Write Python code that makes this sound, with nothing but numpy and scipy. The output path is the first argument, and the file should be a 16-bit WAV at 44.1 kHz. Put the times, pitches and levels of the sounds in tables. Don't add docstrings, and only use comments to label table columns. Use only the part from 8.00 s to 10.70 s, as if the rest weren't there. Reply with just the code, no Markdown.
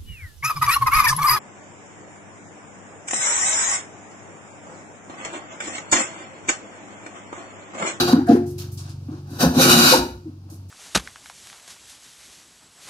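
import sys
import numpy as np
from scipy import signal
from scipy.fft import rfft, irfft, next_fast_len
from scipy.io import wavfile
from scipy.ndimage import uniform_filter1d

SR = 44100
rng = np.random.default_rng(int(sys.argv[2]) if len(sys.argv) > 2 else 0)


def store_wav(level_fs):
    pcm = np.round(np.clip(np.atleast_2d(level_fs), -1, 1) * 32767)
    wavfile.write(sys.argv[1], SR, pcm.T.astype(np.int16))


def attenuation_scalar(level_db):
    decades = np.asarray(level_db, float) / 20
    return 10 ** decades


N = 119070
T = np.arange(N) / SR

# start_s, cut_db, chatter_over_cut_db
STROKE_END = [
    (0, -20.5, -5.5),
    (.04, -32.5, -3.5),
    (.068, -36.5, 2),
    (.082, -30, 5),
    (.11, -34, -0.5),
    (.132, -34.5, 8.5),
    (.142, -47.5, 15.5),
    (.17, -55, 26.5),
]
NICK = [
    (1.27, -66.5, 10.5),
    (1.33, -54.5, 2),
    (1.383, -50, 6),
    (1.408, -28, -0.5),
    (1.428, -25, 4),
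    (1.45, -31.5, 11.5),
    (1.49, -42.5, 5.5),
    (1.54, -49, 13.5),
]
FULL_STROKE = [
    (1.54, -42.5, 8),
    (1.577, -31.5, 10.5),
    (1.615, -18, -8),
    (1.675, -21, -1.5),
    (1.706, -17.5, -8.5),
    (1.78, -20.5, -6),
    (1.84, -19, -8),
    (1.923, -18.5, -8.5),
    (2, -32.5, 3),
]
# pitch_hz, level_db (per Hz)
FIBRE_COLOUR = [(240, -61.5), (400, -2), (535, -4), (1120, -17), (1450, -6), (2000, -8.5), (4700, -4),
                (12900, -12), (15500, -19)]
# pitch_hz, width_hz, then level_db at each of four grips
IRON_RINGS = [(1340, 140, 2.5, -12, -14.5, -20), (1438, 54, -11.5, -6, 8.5, -0.5),
              (1580, 200, -8.5, 9.5, -13.5, -12), (2485, 140, -6, -13.5, 1, -6.5),
              (2953, 92, -2, -15, 1.5, 3.5), (3934, 90, -12.5, 0, 3, 3), (4070, 140, 4.5, -3.5, -3.5, 1.5),
              (4188, 77, -2, -2.5, 1, 2.5), (4664, 140, 3, -1, -1, 3.5), (5680, 180, -9.5, -12, -12, -6),
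              (5970, 100, -6, -2, 0, -6), (5980, 70, -13.5, 6, -9, -8.5), (10840, 600, -18, -8, -10, -15.5),
              (12900, 450, -19.5, -14.5, -13.5, -15)]
GRIP_TIMES = [.1, 1.43, 1.65, 1.87]
GRIP_SHEEN = [-2, 2.5, 2.5, 1.5]
# pitch_hz, level_db, t60_s
BOARD_MODES = [(175.1, -5.5, 0.16), (234.7, -7, 0.31), (256.9, -7, 0.27), (284, -11, 0.4),
               (320, -8.5, 0.12), (356, -7, 0.78), (460, -12.5, 0.069), (530, -13, 0.076), (598, -14, 0.14),
               (709.4, -13.5, 0.052), (807, -12.5, 0.041), (920, -20.5, 0.028), (1444, -16, 0.064),
               (1693, -21.5, 0.19)]
# start_s, peak_db, judder_hz,
# length_s
KNOCKS = [(.07, -29, 733, 0.055), (0.127, -3.5, 255, 0.025), (0.177, -11, 289.4, 0.023),
          (0.199, -21, 261, 0.039), (0.186, -32.5, 787, .035), (0.269, -20.5, 701, .08),
          (.29, -5, 257.4, 0.018), (0.313, -3.5, 301, 0.014), (0.325, -7.5, 244, .024),
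          (0.343, -13.5, 381, 0.017), (0.364, -22, 313, 0.036), (0.41, -23.5, 266, 0.019),
          (0.856, -48, 327, 0.11), (1.084, -24.5, 260, 0.019), (1.102, -33.5, 312.5, 0.058),
          (1.3, -37, 286, 0.056), (1.395, -31, 765, .03), (1.423, -13.5, 234, 0.027),
          (1.435, -14, 536, 0.021), (1.44, -20.5, 975, 0.019), (1.445, -14, 169, 0.034),
          (1.557, -15, 241.4, 0.039), (1.575, -19, 530, 0.064), (1.91, -15, 510.7, 0.05),
          (1.931, -15.5, 911, 0.026), (1.94, -26, 313, 0.034), (2.252, -30, 320, 0.04),
          (2.452, -44, 320, 0.032), (2.513, -43, 320, 0.035),
          (0, -20, 356, 0.054), (0.006, -32, 55, 0.046), (1.445, -20.5, 74.6, .08), (1.553, -30, 101.4, .04),
         (1.784, -34.5, 92, 0.15), (1.968, -25, 60, 0.091), (2.041, -22.5, 356, 0.035),
         (2.289, -35, 269, 0.017), (1.715, -13, 248.3, 0.04), (1.752, -17.5, 236, 0.073),
         (.28, -19, 475, 0.076), (2.078, -32.5, 65, 0.13)]
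# multiple of firing rate, level_db
ENGINE_PARTIALS = [(3, -15), (4, 6), (5, 0), (6, 3), (7, -12), (8, -21)]
# start_s, level_db
ENGINE_LEVEL = [
    (0, -32),
    (.6, -32.5),
    (1.3, -37),
    (2.1, -43),
    (2.7, -37),
]
# start_s, level_db, hold_s, centre_hz
RUSTLES = [(0.074, -38, 0.064, 1300), (0.144, -49, 0.077, 1640), (0.264, -40, 0.066, 1490),
           (0.263, -49, 0.088, 7250), (0.282, -40.5, 0.048, 4000), (0.311, -46, 0.048, 1620),
           (0.29, -37, 0.06, 606), (1.921, -25, 0.034, 702), (0.459, -51.5, 0.053, 8250),
           (0.578, -42, 0.029, 8650), (0.58, -44, 0.048, 4930), (0.583, -53.5, 0.062, 1070),
           (0.715, -50, 0.032, 9500), (0.771, -43, 0.029, 6100), (0.787, -56, 0.11, 930),
           (0.833, -56.5, 0.085, 4170), (0.889, -53.5, 0.014, 6030), (1.081, -50.5, .02, 650),
           (1.118, -57, .06, 758), (1.247, -63, 0.036, 900), (1.104, -62, 0.082, 4080),
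           (1.297, -56, 0.21, 7700), (1.324, -57.5, 0.068, 800), (2.271, -67.5, 0.04, 800),
           (2.496, -53, 0.045, 7920), (2.481, -60.5, 0.055, 690), (2.683, -59, 0.021, 7470)]
# pitch_hz, level_db (per Hz)
AIR_COLOUR = [(12, -44.5), (20, -14), (106, -4.5), (323, -13.5), (416, -27), (833, -29.5), (1870, -43.5),
              (4680, -40), (15500, -52.5)]
# pitch_hz, level_db
SIDE_WIDTH = [(60, -22), (150, -27), (300, -16.5), (600, -7), (1400, 1.5), (2500, -0.5), (6000, 0.5),
              (14000, 0.5)]
# pitch_hz, level_db
PORT_BAND = [(60, -41), (250, -20), (500, -8), (1000, -7), (1450, -2.5), (2200, -12.5), (4000, -29)]
# pitch_hz, level_db
MIC_COLOUR = [(1500, 0), (2000, -4.5), (2600, 1.5), (3400, -2), (4500, 1.5), (6200, 0), (7400, -3.5),
              (11000, -1)]


def unit(x):
    return x / np.sqrt(np.mean(x ** 2))


def colour(x, points):
    size = next_fast_len(N + SR // 10)
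    hz, db = np.array(points, float).T
    bins_hz = np.arange(size // 2 + 1) * SR / size
    gain = attenuation_scalar(np.interp(np.log(bins_hz + 1), np.log(hz), db))
    return irfft(rfft(x, size) * gain, size)[..., :N]


def ring(x, hz, t60):
    r = np.exp(-np.log(1000) / (t60 * SR))
    w = 2 * np.pi * hz / SR
    return signal.lfilter([0, r * np.sin(w)], [1, -2 * r * np.cos(w), r * r], x)


def walk(rate):
    k = int(SR / rate)
    steps = np.repeat(rng.standard_normal(N // k + 1), k)
    return unit(uniform_filter1d(uniform_filter1d(steps, k), k)[:N])


def clicks(per_s, spread_db):
    hits = rng.random(N) < per_s / SR
    return unit(hits * rng.standard_normal(N) * attenuation_scalar(spread_db * rng.exponential(size=N)))


def tail(t60, count):
    h = rng.standard_normal((count, SR // 2)) * np.exp(-np.log(1000) * T[:SR // 2] / t60)
    return h / np.sqrt((h ** 2).sum(1)[:, None])


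def effort(chatter):
    out = 0
    for rows in (STROKE_END, NICK, FULL_STROKE):
        s, cut_db, share_db = np.array(rows, float).T
        moving = (T >= s[0]) * (T < s[-1])
        out = out + attenuation_scalar(np.interp(T, s, cut_db + share_db * chatter)) * moving
    return uniform_filter1d(out, size=200)


def iron(tear):
    out = 0
    for hz, width_hz, *grip_db in IRON_RINGS:
        gain = attenuation_scalar(np.interp(T, GRIP_TIMES, grip_db) + 2.5 * walk(11.88))
        out = out + gain * np.sqrt(width_hz) * unit(ring(tear, hz, 1.74 / width_hz))
    return out


def plane_body(direct):
    shift_db, shifts_per_s, t60_s = 5.5, 5.93, 0.034
    grips = np.array([attenuation_scalar(shift_db * walk(shifts_per_s)) for _ in range(5)])
    responses = tail(t60_s, count=5)[None, :, :SR // 10]
    body = signal.fftconvolve(direct[:, None], responses, axes=2)[..., :N]
    return (grips * body).sum(axis=1) / np.sqrt((grips ** 2).sum(axis=0))


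def cut():
    fibres_per_s, spread_db, dry_share = 9000, 0.5, 0.51
    iron_db, sheen_from_hz = -0.5, 7600
    tear = np.array([clicks(fibres_per_s, spread_db) for _ in range(2)]) * attenuation_scalar(walk(40.03))
    ringing = iron(tear)
    direct = colour(tear, [(200, -45)] + list(FIBRE_COLOUR))
    direct = dry_share * direct + plane_body(direct)
    both = unit(direct) + attenuation_scalar(iron_db) * unit(ringing)
    dull = colour(both, [(sheen_from_hz / 1.3, 0), (sheen_from_hz * 0.91, -30)])
    sheen = (both - dull) * attenuation_scalar(np.interp(T, GRIP_TIMES, GRIP_SHEEN))
    return (dull + sheen) * effort(chatter=False)


def modes(force):
    out = 0
    for hz, db, t60 in BOARD_MODES:
        out = out + attenuation_scalar(db) * ring(force, hz, t60) * np.sqrt(4 * np.log(1000) / (t60 * SR))
    return out


def judders(rough):
    rough_from_hz = 977
    out = np.zeros(N + SR)
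    for s, peak_db, hz, length in KNOCKS:
        t, i = T[:int(length * SR)], int(s * SR)
        uneven = 1 + min(hz / rough_from_hz, 1) ** 2 * np.roll(rough, -i)[:len(t)]
        swell = np.sin(np.pi * (t / length) ** 0.9) ** 1.57
        out[i:i + len(t)] += attenuation_scalar(peak_db) * swell * np.sin(2 * np.pi * hz * t) * uneven
    return out[:N]


def board():
    chatter_per_s, spread_db, chatter_hz = 2500, 1.5, 900
    knock_ring_db, knock_rough, low_hz = -5, 0.77, 132
    push = unit(signal.lfilter(*signal.butter(1, chatter_hz, fs=SR), clicks(chatter_per_s, spread_db)))
    rough = walk(400)
    judder = judders(rough)
    chatter = push * effort(chatter=True) / 2
    knock = attenuation_scalar(knock_ring_db) * judder * (1 + knock_rough * rough) / 10
    rung = modes(chatter + knock)
    return judder + signal.sosfilt(signal.butter(3, low_hz, "high", fs=SR, output="sos"), rung)


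def engine():
    firing_hz, turn, fades_s, fade_db_s = 23.7, 0.62, 2.15, 30
    phase = 2 * np.pi * (firing_hz * T + turn)
    fade_db = fade_db_s * np.clip(T - fades_s, 0, None)
    hum = 0
    for i, (k, db) in enumerate(ENGINE_PARTIALS):
        hum = hum + attenuation_scalar(db + walk(4.8) - fade_db * (i != 1)) * np.cos(k * phase)
    return unit(hum) * attenuation_scalar(np.interp(T, *np.array(ENGINE_LEVEL).T))


def air():
    level_db, fade_db_s = -41.5, 2.5
    gain = attenuation_scalar(level_db - fade_db_s * T + walk(9))
    return gain * unit(colour(rng.standard_normal((2, N)), AIR_COLOUR))


def rustles():
    attack_s, t60_s = 0.0068, 0.19
    out, grain = np.zeros(N + SR), clicks(8000, 0.83)
    t = T[:SR // 2]
    for s, db, hold, hz in RUSTLES:
        release = attenuation_scalar(-60 * np.clip(t - hold, 0, None) / t60_s)
        shape = np.clip(t / attack_s, 0, 1) * release
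        span = 1.15 if 1200 < hz < 1900 else 1.61
        edges_hz = [hz / span, min(hz * span, SR / 2.2)]
        band = signal.butter(2, edges_hz, "band", fs=SR, output="sos")
        i = int(s * SR)
        out[i:i + len(t)] += attenuation_scalar(db) * shape * unit(signal.sosfilt(band, np.roll(grain, -i)[:len(t)]))
    return out[:N] * attenuation_scalar(walk(76))


def workshop(sources):
    t60_s, level_db, tilt_db = 0.36, -7, -0.5
    wet = signal.fftconvolve(sources, tail(t60_s, count=2), axes=1)[:, :N]
    return colour(wet, [(200, -11.5), (500, 1), (1500, 3), (16000, 6 * tilt_db)]) * attenuation_scalar(level_db)


def scene():
    port_lead_rad = 1.2
    hiss, wood = cut(), board()
    near = hiss[0] + wood + rustles()
    other = hiss[1] + rustles()
    room = workshop(np.array([near, other + wood]))
    noise = air()
    mid = near + room[0] + noise[0] + engine()
    lead = np.real(signal.hilbert(mid) * np.exp(1j * port_lead_rad))
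    side = colour(other + room[1] + noise[1], SIDE_WIDTH) + colour(lead, PORT_BAND)
    return np.array([mid + side, mid - side])


def roll_off(x):
    return signal.sosfilt(signal.butter(12, 15640, fs=SR, output="sos"), x)


def record(dry):
    low_hz, top_hz, limit = 66, 15650, 0.7
    starved_hz, starved_db = 14600, -28.5
    x = signal.sosfilt(signal.butter(2, low_hz, "high", fs=SR, output="sos"), colour(dry, MIC_COLOUR))
    x = np.tanh(limit * x) / limit
    x = signal.sosfilt(signal.ellip(8, .2, 70, top_hz, fs=SR, output="sos"), x)
    top = x - colour(x, [(starved_hz, 0), (starved_hz + 150, -60)])
    treble = colour(x, [(7000, -40), (9000, 0)])
    busy = uniform_filter1d(treble ** 2, size=6000).mean(axis=0)
    x = x - top * uniform_filter1d(1. * (busy > attenuation_scalar(2 * starved_db)), size=600)
    return roll_off(np.clip(x, -1, 1))


dry = scene()
out = record(dry)
store_wav(out)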